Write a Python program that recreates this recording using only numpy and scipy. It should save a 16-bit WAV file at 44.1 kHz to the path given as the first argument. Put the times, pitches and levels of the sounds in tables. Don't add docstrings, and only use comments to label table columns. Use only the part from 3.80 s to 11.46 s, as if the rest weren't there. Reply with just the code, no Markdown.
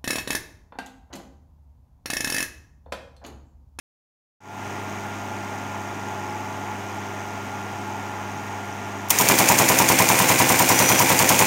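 import sys
import numpy as np
from scipy import signal
from scipy.fft import rfft, irfft, next_fast_len
from scipy.io import wavfile

SR = 44100
rng = np.random.default_rng(int(sys.argv[2]) if len(sys.argv) > 2 else 0)


def pcm_store(signal):
    levels = np.round(np.clip(np.atleast_2d(signal), -1, 1) * 32767)
    wavfile.write(sys.argv[1], SR, levels.astype(np.int16).T)


N = 337806
TIME = np.arange(N) / SR
FIRST_STEP_S, TURN_S, TURNS = 5.3873, .10017, 23
STEP_TIMES = FIRST_STEP_S + TURN_S * np.arange(TURNS)
# (t/s, level/dB, t60/s)
CLUTCH_BLOWS = [(5.2858, -24, 0.011), (5.296, -23, .05), (5.3034, -4, 0.027), (5.306, -3, 0.022),
                (5.3109, -12, 0.0068), (5.3195, -19, .03), (5.4097, -6.5, 0.028), (5.4165, -17, 0.021)]


def pawl(snap_db=14.5, chatter_db=-4, t60=0.0098):
    # (t/s, level/dB)
    force_curve = [(5.39, -5.5), (5.69, -6), (6.19, -9.5), (6.39, -11.5), (6.69, -14.5), (6.95, -8.5),
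                   (7.28, -16), (7.39, -7), (7.6, -8)]
    # (f/Hz, bandwidth/Hz, level/dB)
    resonances = [(3300, 360, -13), (4640, 370, -4.5), (6570, 370, 2), (7400, 280, -4), (9300, 200, -1.5),
                  (10370, 260, -6.5), (13100, 700, -8.5)]
    force_db, = in_time(force_curve, STEP_TIMES)
    snap = np.bincount((STEP_TIMES * SR).astype(int), from_db(force_db + snap_db), N)
    spray = chatter([(s, db + chatter_db, t60) for s, db in zip(STEP_TIMES, force_db)])
    return resonate(snap + spray, resonances)


def pins_and_clutch(pin_t60=.012, clutch_db=-2):
    # (t/s after the pawl, level/dB)
    clicks = [(.0028, -11.5), (.0056, -13), (.0071, -15), (.012, -15.5), (.0145, -15), (.0245, -28),
              (.0338, -13), (.059, -25), (.0705, -22), (.084, -21)]
    # (f/Hz, bandwidth/Hz, level/dB)
    resonances = [(3140, 420, -4), (5620, 580, -2), (7150, 910, 1.5), (7500, 930, -4), (8570, 220, 1),
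                  (10040, 940, -7), (11350, 480, -3), (12400, 1900, -2), (15000, 3100, -3.5)]
    pins = chatter([(s, db, pin_t60) for s, db in every_turn(clicks, jitter_s=0.00027, uneven_db=1.5)])
    clutch = chatter([(s, db + clutch_db, t60) for s, db, t60 in CLUTCH_BLOWS])
    return resonate(pins + clutch, resonances)


def levers(frame_db=-1, clutch_knock_db=-17):
    # (t/s after the pawl, level/dB)
    feed_knocks = [(.0118, -9.5), (.016, -14.5), (.0245, -20.5), (.0295, -18), (.070, -25)]
    # (f/Hz, level/dB, t60/s)
    frame_modes = [(650, -10, 0.011), (830, -15.5, 0.039), (900, -20, 0.0097), (960, -7.5, 0.035),
                   (973, -8.5, 0.029), (1095, -27, 0.012)]
    # (t/s after the pawl, level/dB)
    returns = [(.0195, -13.5), (.032, -13.5), (.044, -27.5), (.080, -23.5)]
    # (f/Hz, level/dB, t60/s)
    lever_modes = [(486, -11, .022), (560, -10, .02), (750, -8.5, .014), (850, -4, 0.02)]
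    clutch_knocks = [(CLUTCH_BLOWS[k][0], clutch_knock_db) for k in (2, 4)]
    knocks = np.vstack([clutch_knocks, every_turn(feed_knocks, jitter_s=0.00016, uneven_db=0.0)])
    frame = from_db(frame_db) * struck(knocks, frame_modes, uneven_db=1.0)
    lever = struck(every_turn(returns, jitter_s=0.00019, uneven_db=0.5), lever_modes, uneven_db=2.0)
    return butterworth(frame + lever, 2, [450, 1500], "band")


def table(level_db=-1):
    # (t/s after the pawl, level/dB)
    thuds = [(.0125, -16), (.0255, -12.5), (.0325, -14.5), (.043, -10.5), (.054, -15.5), (.066, -23),
             (.081, -20)]
    # (f/Hz, level/dB, t60/s)
    modes = [(129, -26, 0.05), (158, -18, 0.038), (262, -7.5, 0.023), (322, -13.5, 0.03),
             (368, -16.5, 0.024), (512, -11, 0.031)]
    wood = struck(every_turn(thuds, jitter_s=0.00018, uneven_db=0.5), modes, uneven_db=1.5)
    return from_db(level_db) * slack(start_db=-5) * butterworth(wood, 4, 105, "high")


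def cover_plate():
    # (t/s after the pawl, level/dB)
    taps = [(.0005, -22), (.0245, -19), (.0275, -20.5), (.033, -24), (.0542, -18), (.070, -23)]
    # (f/Hz, level/dB, t60/s)
    modes = [(1490, -9.5, 0.0089), (1550, -7, 0.011), (2016, -12.5, 0.033), (2100, -15.5, 0.024),
             (2396, -7.5, 0.024), (2560, -32, 0.0059), (2830, -8.5, 0.011), (3390, -13, 0.014)]
    blows = every_turn(taps, jitter_s=.0003, uneven_db=3.5)
    return slack(start_db=-5) * struck(blows, modes, uneven_db=3.0)


def rattle(level_db=-22, grain_db=0.5, grains_per_s=16000, flutter_db=0.5):
    # (f/Hz, relative level/dB)
    spectrum = [(130, -3), (350, -1.5), (800, 1.5), (1300, -4), (1900, 1.5), (2400, 4.5), (3000, -6),
                (4200, -8.5), (7200, -1), (7800, -8), (8500, -4), (10700, -11), (12600, -8.5),
                (15500, -8.5)]
    # (t/s after the pawl, level/dB)
    load_curve = [(0, 2.5), (.015, 2), (.026, 0.5), (.034, 3.5), (.046, -1.5), (.06, 0), (.078, -1.5),
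                  (.1, 2)]
    since_step = np.maximum(TIME - FIRST_STEP_S, 0) % TURN_S
    load_db, = in_time(load_curve, since_step)
    collisions = rng.random(N) < grains_per_s / SR
    grains = collisions * rng.standard_normal(N) * from_db(grain_db * drift(700))
    engaged = from_db(np.interp(TIME, [5.37, 5.45], [-5, 0])) * (TIME > CLUTCH_BLOWS[2][0])
    return engaged * from_db(level_db + load_db + flutter_db * drift(120)) * coloured(grains, spectrum)


def chassis(level_db=-1, contact_hz=1200):
    # (f/Hz, level/dB, t60/s, t/s after the pawl)
    modes = [(69, -42, 0.57, 0.01), (118.7, -28.5, 0.25, 0.0122), (140, -30, 0.44, 0.0129),
             (184.6, -26.5, 0.43, 0.01275), (200.2, -28, 0.24, 0.0302), (247.7, -27.5, 0.3, 0.021),
             (278, -27.5, 0.45, 0.026), (327, -28.5, 0.38, .0325), (480, -27.5, 0.19, 0.029),
             (516, -32, 0.24, .0325), (530, -37, 0.49, .0245), (654, -25.5, 0.28, 0.0089),
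             (769, -25, 0.31, .0195), (861, -24.5, 0.26, 0.029), (956, -25.5, 0.36, .0118),
             (1058, -24, 0.21, 0.027)]
    rings = 0
    for hz, db, t60, delay in modes:
        blows = every_turn([(delay, level_db)], jitter_s=.00005, uneven_db=0.2)
        rings += struck(blows, [(hz, db, t60)], uneven_db=1.33)
    return slack(start_db=-6) * butterworth(rings, 3, [70, contact_hz], "band")


def squeal(waver_db=2.0, waver_rad=0.26):
    # (t/s, level/dB)
    envelope = [(5.4, -69), (6.0, -49), (6.87, -50), (6.9, -32), (7.05, -24.5), (7.24, -28.5), (7.34, -46),
                (7.45, -34), (7.66, -35)]
    # (f/Hz, relative level/dB)
    partials = [(3268, -14.5), (5895, -3), (6406, -19), (9039, -14), (12699, -14)]
    level_db, = in_time(envelope)
    tones = 0
    for hz, db in partials:
        amplitude = from_db(db + waver_db * drift(40))
        tones += amplitude * np.sin(2 * np.pi * hz * TIME + waver_rad * drift(30))
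    return np.sqrt(2) * from_db(level_db) * tones * (TIME > FIRST_STEP_S)


def motor_hum(waver_rad=0.19):
    # (f/Hz, rms level/dB)
    partials = [(50, -68), (100, -42.5), (150, -61), (200, -45.5), (279, -51.5), (350, -52), (400, -49),
                (1400, -46.5)]
    hum = 0
    for hz, db in partials:
        phase = 2 * np.pi * (hz * TIME + rng.random()) + waver_rad * drift(6)
        hum += from_db(db) * np.sqrt(2) * np.sin(phase)
    return hum


def gears_and_bearing(mains_hz=50, whirr_db=-36, throb=0.076, buzz_db=-49, tick_decay_s=0.0018):
    # (f/Hz, relative level/dB)
    spectrum = [(45, -24), (90, -14), (125, -2), (170, -9), (240, -1), (330, -2.5), (530, -9), (680, -0.5),
                (860, 0), (1450, -9), (1800, -8), (2350, -10), (3500, -19.5), (4300, -26.5), (9000, -35.5),
                (14000, -39)]
    # (f/Hz, bandwidth/Hz, level/dB)
    resonances = [(4830, 250, -4), (5290, 67, 0.5), (5660, 230, 0), (6280, 400, 1), (6715, 230, 3),
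                  (7550, 210, -4.5), (8050, 140, -6), (8940, 1100, -11.5), (11250, 230, -12),
                  (12300, 450, -13), (13400, 350, -13), (14600, 1000, -15)]
    since_pull = (TIME - .0058) % (1 / (2 * mains_hz))
    pull = np.cos(2 * np.pi * 2 * mains_hz * since_pull)
    whirr = coloured(rng.standard_normal(N), spectrum) * (1 + throb * pull)
    contact = 0.37 + np.exp(-since_pull / tick_decay_s)
    ticks = rms_one(rng.standard_normal(N) * contact)
    return from_db(whirr_db) * whirr + from_db(buzz_db) * resonate(ticks, resonances)


def housing(level_db=-42.5, swell_db=3.5, waver_rad=0.85, roughness=0.64):
    # (f/Hz, bandwidth/Hz, level/dB)
    resonance = [(848, 180, 0)]
    waver = waver_rad * (drift(40) + 2 * drift(8))
    tone = np.sqrt(2) * np.sin(2 * np.pi * resonance[0][0] * TIME + waver)
    rough = rms_one(resonate(resonate(rng.standard_normal(N), resonance), resonance))
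    swell = from_db(level_db + swell_db * 2 * np.tanh(drift(15) / 2))
    return swell * rms_one(tone + roughness * rough)


def room(x, t60, wet_db):
    age = TIME[:SR // 2]
    tail = rng.standard_normal(len(age)) * from_db(-60 * age / t60) * (age > .003)
    return x + from_db(wet_db) * signal.fftconvolve(x, tail / np.linalg.norm(tail))[:N]


def every_turn(contacts, jitter_s, uneven_db):
    blows = np.array([(s + delay, db) for s in STEP_TIMES for delay, db in contacts])
    return blows + rng.standard_normal(blows.shape) * [jitter_s, uneven_db]


def slack(start_db):
    return from_db(np.interp(TIME, [5.42, 5.52], [start_db, 0]))


def struck(blows, modes, uneven_db):
    onsets, out = np.round(blows[:, 0] * SR).astype(int), np.zeros(N)
    for hz, db, t60 in modes:
        force = from_db(blows[:, 1] + db + uneven_db * rng.standard_normal(len(onsets)))
        impulses = np.bincount(onsets, force, N)[:N]
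        r, w = from_db(-60 / (t60 * SR)), 2 * np.pi * hz / SR
        out += signal.lfilter([1, -r * np.cos(w)], [1, -2 * r * np.cos(w), r * r], impulses + 1e-18)
    return out


def chatter(blows):
    power, age = np.zeros(2 * N), TIME[:SR // 10]
    for s, db, t60 in blows:
        power[int(s * SR):][:len(age)] += from_db(db - 60 * age / t60) ** 2
    return np.sqrt(power[:N]) * rng.standard_normal(N)


def resonate(x, resonances):
    out, power = 0, 0
    for k, (hz, width, db) in enumerate(resonances):
        r = np.exp(-np.pi * width / SR)
        gain = (1 - r * r) / 2
        feedback = [1, -2 * r * np.cos(2 * np.pi * hz / SR), r * r]
        out += (-1) ** k * from_db(db) * signal.lfilter([gain, 0, -gain], feedback, x + 1e-18)
        power += gain * from_db(db) ** 2
    return out / np.sqrt(power)


def coloured(x, spectrum):
    hz, db = np.transpose(spectrum)
    size = next_fast_len(N)
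    f = np.maximum(np.fft.rfftfreq(size, 1 / SR), 1)
    gain = from_db(np.interp(np.log(f), np.log(hz), db)) * np.minimum(f / hz[0], 1) ** 2
    return rms_one(irfft(rfft(x, size) * gain, size)[:N])


def drift(knots_per_s):
    knots = rng.standard_normal(int(N / SR * knots_per_s) + 2)
    return rms_one(np.interp(TIME * knots_per_s, np.arange(len(knots)), knots))


def in_time(rows, t=TIME):
    s, *columns = np.transpose(rows)
    return [np.interp(t, s, c) for c in columns]


def butterworth(x, order, hz, kind):
    return signal.sosfilt(signal.butter(order, hz, kind, fs=SR, output="sos"), x)


def from_db(db):
    return 10 ** (np.asarray(db) / 20)


def rms_one(x):
    return x / np.sqrt(np.mean(x ** 2) + 1e-20)


def scene():
    impacts = pawl() + pins_and_clutch() + levers() + table() + cover_plate() + rattle()
    clatter = room(impacts, t60=0.11, wet_db=-23.0)
    motor = motor_hum() + gears_and_bearing() + housing()
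    return (clatter + chassis() + squeal() + motor)[None]


def record(dry, cutoff_hz=15750):
    fade = np.interp(TIME, [.604, .606, .86], [0, .06, 1])
    rounded = 1.28 * np.tanh(dry * fade / 1.023)
    return signal.sosfilt(signal.ellip(10, .1, 70, cutoff_hz, fs=SR, output="sos"), rounded)


dry = scene()
out = record(dry)
pcm_store(out)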